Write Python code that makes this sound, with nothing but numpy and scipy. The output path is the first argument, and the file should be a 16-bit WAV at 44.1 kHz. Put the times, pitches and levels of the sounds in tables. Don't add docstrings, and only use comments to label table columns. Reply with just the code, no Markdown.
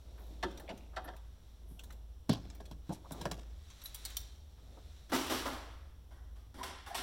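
import sys
import numpy as np
from scipy import signal
from scipy.fft import rfft, irfft, next_fast_len
from scipy.io import wavfile
from scipy.ndimage import uniform_filter1d

SR = 44100
rng = np.random.default_rng(int(sys.argv[2]) if len(sys.argv) > 2 else 0)


def store_pcm(level_fs):
    pcm = np.round(np.clip(level_fs, -1, 1) * 32767).astype(np.int16)
    wavfile.write(sys.argv[1], SR, np.atleast_2d(pcm).T)


N = 309582
TIME = np.arange(N) / SR
LEAD_S = 0.005

# frequency in Hz, time to fade by 60 dB in seconds.
GARAGE_ECHO = [(125, 0.38), (400, 0.77), (1000, 0.81), (2800, 1), (7000, 0.62), (14000, 0.12)]


def undb(db):
    return 10 ** (np.asarray(db) / 20)


def unit(x):
    return x / np.sqrt(np.mean(x ** 2))


def at_hz(points, hz):
    f, value = np.transpose(points)
    return np.interp(np.log(np.maximum(hz, 1)), np.log(f), value)


def coloured(x, points):
    size = next_fast_len(len(x))
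    gains = undb(at_hz(points, np.fft.rfftfreq(size, 1 / SR)))
    return unit(irfft(rfft(x, size) * gains, size)[:len(x)])


def band(x, lo_hz, hi_hz, order=3):
    edges_hz = [lo_hz, min(hi_hz, SR / 2 - 100)]
    return signal.sosfilt(signal.butter(order, edges_hz, "band", fs=SR, output="sos"), x)


def walk(rate):
    k = max(int(SR / rate), 1)
    steps = np.repeat(rng.standard_normal(N // k + 1), k)
    return unit(uniform_filter1d(uniform_filter1d(steps, k), k)[:N])


def uneven(size, order, spread_db):
    held = np.repeat(rng.standard_normal(size // order + 1), order)[:size]
    return undb(spread_db * unit(uniform_filter1d(held, order)))


def fade(power, t60):
    keep = np.exp(-np.log(10 ** 6) / (t60 * SR))
    return signal.lfilter([1 - keep], [1, -keep], power + 1e-18)


def add(out, s, x):
    i = int(s * SR)
    out[i:i + len(x)] += x[:max(N - i, 0)]


def blow(modes, colour, scrape_s, rise_s, grit_db, ring_db, t60, damping, room_db, patchy_db, rough_db):
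    size = 2 ** 15
    t = np.arange(size) / SR
    slips = rng.standard_normal(size) * (rng.random(size) < 0.05)
    slips *= np.exp(-t / max(scrape_s, 3e-4)) * (1 - np.exp(-t / rise_s))
    push = undb(grit_db) * slips / np.sqrt(np.sum(slips ** 2) + 1e-12)
    push[0] += 1

    ring = np.zeros(size)
    for k, (hz, db, life_s) in enumerate(modes):
        decay = np.exp(-np.log(1000) * t / life_s)
        ring += (-1) ** k * undb(db) * np.sin(2 * np.pi * hz * t) * decay
    ring = signal.fftconvolve(push, ring)[:size]

    bins_hz = np.fft.rfftfreq(size, 1 / SR)
    noise = rfft(rng.standard_normal(size)) * undb(at_hz(colour, bins_hz))
    noise = noise * uneven(len(bins_hz), order=40, spread_db=patchy_db)
    octaves = 125 * 2.0 ** np.arange(8)
    wash = np.zeros(size)
    for hz, mask in zip(octaves, np.eye(len(octaves))):
        direct = fade(push ** 2, t60 * (octaves[3] / hz) ** damping)
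        echo = undb(room_db) ** 2 * fade(fade(direct, 0.15), at_hz(GARAGE_ECHO, hz))
        swell = fade(np.sqrt(direct + echo), 6 / hz)
        octave_noise = irfft(noise * at_hz(np.column_stack([octaves, mask]), bins_hz))
        wash += octave_noise * swell
    wash = wash * uneven(size, order=150, spread_db=rough_db)
    return unit(wash) + undb(ring_db) * unit(ring)


def voiced(x, edges_hz, levels_db, lag_s=0):
    x = np.pad(x, (int(LEAD_S * SR), 0))
    out = np.zeros(len(x))
    for k, (lo, hi, db) in enumerate(zip(edges_hz, edges_hz[1:], levels_db)):
        backward = band(x, lo, hi)[::-1]
        part = band(backward, lo, hi)[::-1]
        late = int(lag_s * SR * (1 - k / 2) ** 2)
        peak = np.sqrt(uniform_filter1d(part ** 2, size=SR // 100).max())
        out[late:] += part[:len(x) - late] * undb(db) / peak
    return out


def strikes(table, modes, colour, bass_db, mid_db, treble_db, lag_s, **contact):
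    out = np.zeros(N)
    for s, db, bass, treble, scrape_s in table:
        x = blow(modes, colour, scrape_s, **contact)
        levels_db = db + np.array([bass + bass_db, mid_db, treble + treble_db])
        add(out, s - LEAD_S, voiced(x, (80, 400, 2500, 18000), levels_db, lag_s))
    return out


def pliers():
    # start in seconds, strength in dB, bass and treble in dB against it, scrape decay in seconds.
    clacks = [(0.428, -26, -15, -13, 0.0072), (0.574, -60, -7, -3, 0.003), (0.595, -46, -23, -22, 0.0031),
              (0.691, -40, -10, -10.5, 0.0082), (0.963, -31, -33, -14.5, 0.0052),
              (0.972, -33.5, -27.5, -23, 0.0042), (1.044, -45, -11.5, -22, 0.02),
              (1.078, -36.5, -31, -17.5, 0.0081), (1.134, -46, -37, -23, 0.002)]
    # frequency in Hz, relative level in dB, time to fade by 60 dB in seconds.
    panel_modes = [(195, -8, 0.37), (282, -16, 0.23), (392.5, -0.5, 0.22), (555, -1.5, 0.34),
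                   (645, 9.5, 0.11), (746, 7, 0.24), (915, -1, 0.2), (1360, 8.5, 0.035), (1320, -11, 0.12),
                   (1754, 12, 0.052), (3240, -18, 0.19), (3660, -25, 0.19)]
    # frequency in Hz, relative level in dB per Hz.
    panel_colour = [(100, -18), (250, 5.5), (750, 5.5), (1700, -1), (2300, -15.5), (3800, -15.5),
                    (6500, -33.5), (9000, -37.5), (15000, -52)]
    return strikes(clacks, panel_modes, panel_colour, bass_db=3.5, mid_db=-7.5, treble_db=-2.5,
                   lag_s=0.00791, rise_s=0.0054, grit_db=5, ring_db=1, t60=0.11, damping=0.4,
                   room_db=-11.5, patchy_db=3, rough_db=0.5)


def air_box():
    # start in seconds, strength in dB, bass and treble in dB against it, scrape decay in seconds.
    knocks = [(1.711, -63.5, 7.5, -5, 0.0052), (2.293, -24, -3, -7, 0.0018), (2.33, -34, -28, -5, 0.0052),
              (2.602, -40.5, -19, -13, 0.0058), (2.712, -43.5, -8, -5.5, 0.0052),
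              (2.893, -42.5, 4, -12, 0.004), (3.108, -37, -10, -14.5, 0.0029),
              (3.212, -36.5, -13.5, -2.5, 0.002), (3.254, -24, -17.5, -14, 0.0034),
              (3.313, -32.5, -15, -1, 0.0027)]
    # frequency in Hz, relative level in dB, time to fade by 60 dB in seconds.
    box_modes = [(132, -10, 0.113), (163.3, 1, 0.098), (199, -3.5, 0.11), (240, -5.5, 0.075),
                 (444, -10.5, 0.08), (643, -3.5, 0.06), (784, -1.5, 0.023), (958, -4.5, 0.043),
                 (1100, -13, 0.069), (1640, -18.5, .12), (3300, -20.5, 0.04), (4000, -23, 0.078),
                 (4430, -42, 0.13), (5250, -31, 0.054)]
    # frequency in Hz, relative level in dB per Hz.
    box_colour = [(59, -38), (100, 1), (188, -2.5), (885, -18), (1260, -23), (1590, -21.5), (2000, -29.5),
                  (3920, -32), (15000, -48.5)]
    return strikes(knocks, box_modes, box_colour, bass_db=4, mid_db=-10.5, treble_db=-10,
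                   lag_s=0, rise_s=0.00031, grit_db=-6.5, ring_db=1, t60=0.1, damping=0.31,
                   room_db=-13, patchy_db=4, rough_db=3.5)


def snaps():
    # start in seconds, strength in dB, top register in dB against it.
    snap_rows = [(0.5114, -56, -18), (0.5741, -47.5, -17), (0.598, -54, -7), (0.7756, -55, -15),
                 (1.165, -57, -11), (1.7932, -47.5, -17), (1.8362, -51, -9), (1.9052, -53, -16),
                 (1.924, -56, -9), (2.501, -47.5, -32), (2.5496, -59, -5), (2.6545, -52, -20),
                 (3.12, -42.5, -9.5), (3.702, -50, -24), (3.817, -47, -17), (3.8574, -35, -18),
                 (3.9453, -40.5, -5), (4.0513, -31, -15), (4.1025, -46, -16), (4.1685, -28.5, -10.5)]
    # frequency in Hz, relative level in dB, time to fade by 60 dB in seconds.
    jaw_modes = [(3920, 8, 0.0062), (6060, 0, 0.026), (7400, -13, 0.091), (9040, 12.5, 0.03),
                 (12000, 7.5, 0.017), (14600, -7, .03)]
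    # frequency in Hz, relative level in dB per Hz.
    jaw_colour = [(290, -93), (500, -11), (1960, -10), (2840, -4), (3850, 11), (4840, 1), (15500, 11.5)]
    middling_db, mids_db, thinning = -44.5, -18, 0.54
    out = np.zeros(N)
    for s, db, top in snap_rows:
        mid = mids_db - thinning * (db - middling_db)
        x = blow(jaw_modes, jaw_colour, scrape_s=0.00084, rise_s=0.00064, grit_db=-3, ring_db=-12.5,
                 t60=0.092, damping=0.2, room_db=-11, patchy_db=5.5, rough_db=1.5)
        levels_db = db + np.array([mid, -12, top])
        add(out, s - LEAD_S, voiced(x, (400, 2500, 8000, 18000), levels_db))
    return out


def scuffs():
    # start in seconds, length in seconds, centre in Hz, width in Hz, level in dB.
    scuff_rows = [(0.174, 0.2, 12900, 5000, -73.5), (0.177, 0.077, 1020, 1230, -63.5),
                  (0.284, 0.11, 228, 158, -58.5), (0.678, 0.013, 2400, 1400, -51.5),
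                  (0.689, 0.03, 2470, 805, -46.5), (.686, 0.06, 676, 450, -48),
                  (0.933, 0.035, 870, 900, -60), (1.042, 0.025, 11300, 2470, -60),
                  (1.678, 0.15, 10800, 4970, -72), (1.789, 0.029, 2920, 614, -57),
                  (1.9, 0.023, 1160, 1500, -58), (2.3, 0.072, 3800, 2060, -46.5),
                  (2.355, 0.057, 715, 600, -52.5), (2.903, 0.038, 680, 446, -42.5),
                  (2.924, 0.045, 7300, 8200, -60.5), (3.041, 0.047, 820, 520, -56),
                  (3.127, 0.1, 800, 695, -54), (3.837, 0.043, 11940, 1500, -52.5),
                  (4.58, 0.033, 690, 1100, -67.5), (4.772, 0.035, 450, 1010, -62),
                  (6.574, 0.29, 1009, 110, -52.5), (6.901, 0.5, 740, 112, -48)]
    room_db = -15
    out = np.zeros(N)
    t = np.arange(SR // 2) / SR
    for s, length_s, hz, width, db in scuff_rows:
        force = np.sin(np.pi * np.minimum(t / length_s, 1) ** 0.43) ** 2
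        power = force + undb(room_db) ** 2 * fade(force, at_hz(GARAGE_ECHO, hz))
        grains = rng.standard_normal(len(t)) * uneven(len(t), order=90, spread_db=3)
        lo = np.hypot(hz, width / 2) - width / 2
        add(out, s, undb(db) * unit(band(grains, lo, lo + width)) * np.sqrt(power))
    return out


def dropped_thing():
    # start in seconds, strength in dB, bass and treble in dB against it, scrape decay in seconds.
    bounces = [(5.094, -47, -2, -6.5, 0.0056), (5.119, -23.5, -2.5, -14, 0.0088),
               (5.134, -28, -17, -7, 0.015), (5.164, -37.5, -11, -4, 0.15),
               (5.297, -26.5, -2.5, -9.5, 0.013), (5.324, -37.5, 2, -3.5, 0.08),
               (5.454, -27.5, -7, -14.5, 0.0068), (5.524, -41.5, -28, -8.5, 0.01)]
    # frequency in Hz, relative level in dB, time to fade by 60 dB in seconds.
    dropped_modes = [(243, -6, .25), (265, -1, .35), (322, -6, .3), (378, -3, .3), (640, -5, .15),
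                     (1005, -6, .2), (1210, -6, .18), (1350, -7, .18), (1660, -7, .15)]
    # frequency in Hz, relative level in dB per Hz.
    dropped_colour = [(100, -9.5), (180, -10), (260, 0.5), (370, 4.5), (500, -3), (1200, -1), (2200, -13.5),
                      (3900, -22), (6500, -30.5), (15500, -35)]
    return strikes(bounces, dropped_modes, dropped_colour, bass_db=-5, mid_db=-9.5, treble_db=-4,
                   lag_s=0.0022, rise_s=0.0064, grit_db=6, ring_db=-6.5, t60=0.13, damping=0.029,
                   room_db=-2.5, patchy_db=1.5, rough_db=0.5)


def clatter():
    # start in seconds, strength in dB, bass and treble in dB against it, scrape decay in seconds.
    clatters = [(6.108, -54.5, -12.5, -8.5, 0.016), (6.359, -61.5, -14, -1.5, 0.016),
                (6.542, -51.5, -0.5, -4, 0.066), (6.584, -44.5, -10, -9.5, 0.024),
                (6.631, -36.5, -16, -0.5, 0.0037), (6.863, -40.5, -17.5, -6, 0.016),
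                (6.946, -32.5, -17.5, 0, 0.0063), (6.974, -40, -11.5, 2.5, 0.018)]
    # frequency in Hz, relative level in dB, time to fade by 60 dB in seconds.
    clatter_modes = [(264.9, -7, 1), (380.5, 0, 0.48), (688, 7, 0.17), (780, -10, 0.22), (824, 7, 0.17),
                     (1027, 3, 0.99), (1060, -5, 0.25)]
    # frequency in Hz, relative level in dB per Hz.
    clatter_colour = [(88, -47), (150, -18), (258, -14), (561, -4), (781, 2.5), (2450, -4.5), (5440, -17.5),
                      (6470, -23), (9540, -22), (15500, -29.5)]
    return strikes(clatters, clatter_modes, clatter_colour, bass_db=-2, mid_db=-8, treble_db=-8,
                   lag_s=0.0023, rise_s=0.0043, grit_db=4, ring_db=-10.5, t60=0.074, damping=0.073,
                   room_db=2.5, patchy_db=2.5, rough_db=-0.5)


def strokes(table):
    shape = 1.32
    power = 1e-12
    for s, rise_s, fall_s, db in table:
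        away = np.maximum((s - TIME) / rise_s, (TIME - s) / fall_s)
        power = power + (undb(db) * np.exp(-away ** shape)) ** 2
    return np.sqrt(power)


def friction_grains():
    strength_db = 2.2 * np.minimum(rng.exponential(size=N), 7)
    return rng.standard_normal(N) * undb(strength_db)


def skin_rub():
    # fastest moment in seconds, rise in seconds, fall in seconds, relative level in dB.
    rub_rows = [(0.15, 0.13, 0.34, -58), (0.6, 0.36, 0.27, -54), (1.88, 0.18, 0.11, -57),
                (2.68, 0.17, 0.068, -56.5), (3.25, 0.12, 0.14, -46.5), (4.05, 0.23, 0.42, -65.5),
                (4.78, 0.17, 0.13, -58.5)]
    # frequency in Hz, relative level in dB.
    rub_colour = [(100, -1.5), (200, 3), (700, -1), (1300, -19.5), (2500, -40), (6000, -36)]
    press_db = 1.5 * walk(30)
    return coloured(friction_grains(), rub_colour) * strokes(rub_rows) * undb(press_db - 5)


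def cloth():
    # fastest moment in seconds, rise in seconds, fall in seconds, relative level in dB.
    sweep_rows = [(0.3, 0.57, 0.5, -66), (1.5, 0.7, 0.28, -71.5), (2.94, 0.048, 0.034, -56),
                  (3.23, 0.14, 0.04, -56.5), (3.8, 0.23, 0.25, -60.5), (4.12, 0.29, 0.16, -53.5),
                  (4.97, 0.46, 0.2, -63.5)]
    # frequency in Hz, relative level in dB.
    cloth_colour = [(500, -11), (1300, -4.5), (2900, -6.5), (3850, 1.5), (4800, -8.5), (7400, -11.5),
                    (10000, -18), (15500, -23)]
    press_db = 0.45 * walk(45)
    return coloured(friction_grains(), cloth_colour) * strokes(sweep_rows) * undb(press_db - 4)


def fan_hum():
    hum_hz, start_db, sag_db_per_s, waver_db = 54.75, -50.5, 0.82, 1.7
    second_fan_db = -7
    beat_s, beat_low_at_s = 0.753, 2.988
    turns = np.cumsum(hum_hz * (1 + 0.01 * walk(3))) / SR
    behind = (TIME - beat_low_at_s) / beat_s
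    first = np.sin(2 * np.pi * turns)
    second = undb(second_fan_db) * np.sin(2 * np.pi * (turns - behind))
    level_db = start_db - sag_db_per_s * TIME + waver_db * walk(10)
    return np.sqrt(2) * (first - second) * undb(level_db)


def room_drones():
    # centre in Hz, width in Hz, level in dB.
    drone_rows = [(35.3, 3.3, -71), (74.6, 6, -59.5), (109, 15, -84)]
    out = np.zeros(N)
    for centre, width, db in drone_rows:
        noise = rng.standard_normal(N + SR)
        settled = band(noise, centre - width / 2, centre + width / 2, order=2)[SR:]
        out += undb(db) * unit(settled)
    return out


def air_hiss():
    # frequency in Hz, relative level in dB.
    air_colour = [(15, -5.5), (25, -8.5), (69, -1.5), (93, -5.5), (129, -15), (227, -22), (537, -27.5),
                  (741, -30), (2300, -43.5), (3440, -36), (4870, -45.5), (5580, -41.5), (6550, -48),
                  (15500, -47)]
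    air = coloured(rng.standard_normal(N), air_colour)
    return air / np.std(band(air, 186, 14000)) * undb(-69.5)


def scene():
    near = pliers() + air_box() + snaps() + skin_rub() + cloth()
    far = dropped_thing() + clatter()
    background = fan_hum() + room_drones() + air_hiss()
    return (near + scuffs() + far + background)[None]


def record(dry):
    # frequency in Hz, width in Hz, boost in dB.
    port_peaks = [(3400, 210, 1), (5710, 360, 7), (7530, 320, 4.5), (9660, 250, 6), (11650, 310, 6)]
    out = dry
    for hz, width, db in port_peaks:
        peak = signal.lfilter(*signal.iirpeak(hz, hz / width, fs=SR), dry)
        out = out + (undb(db) - 1) * peak
    return signal.sosfilt(signal.ellip(10, 0.2, 70, 16000, fs=SR, output="sos"), out)


dry = scene()
out = record(dry)
store_pcm(out)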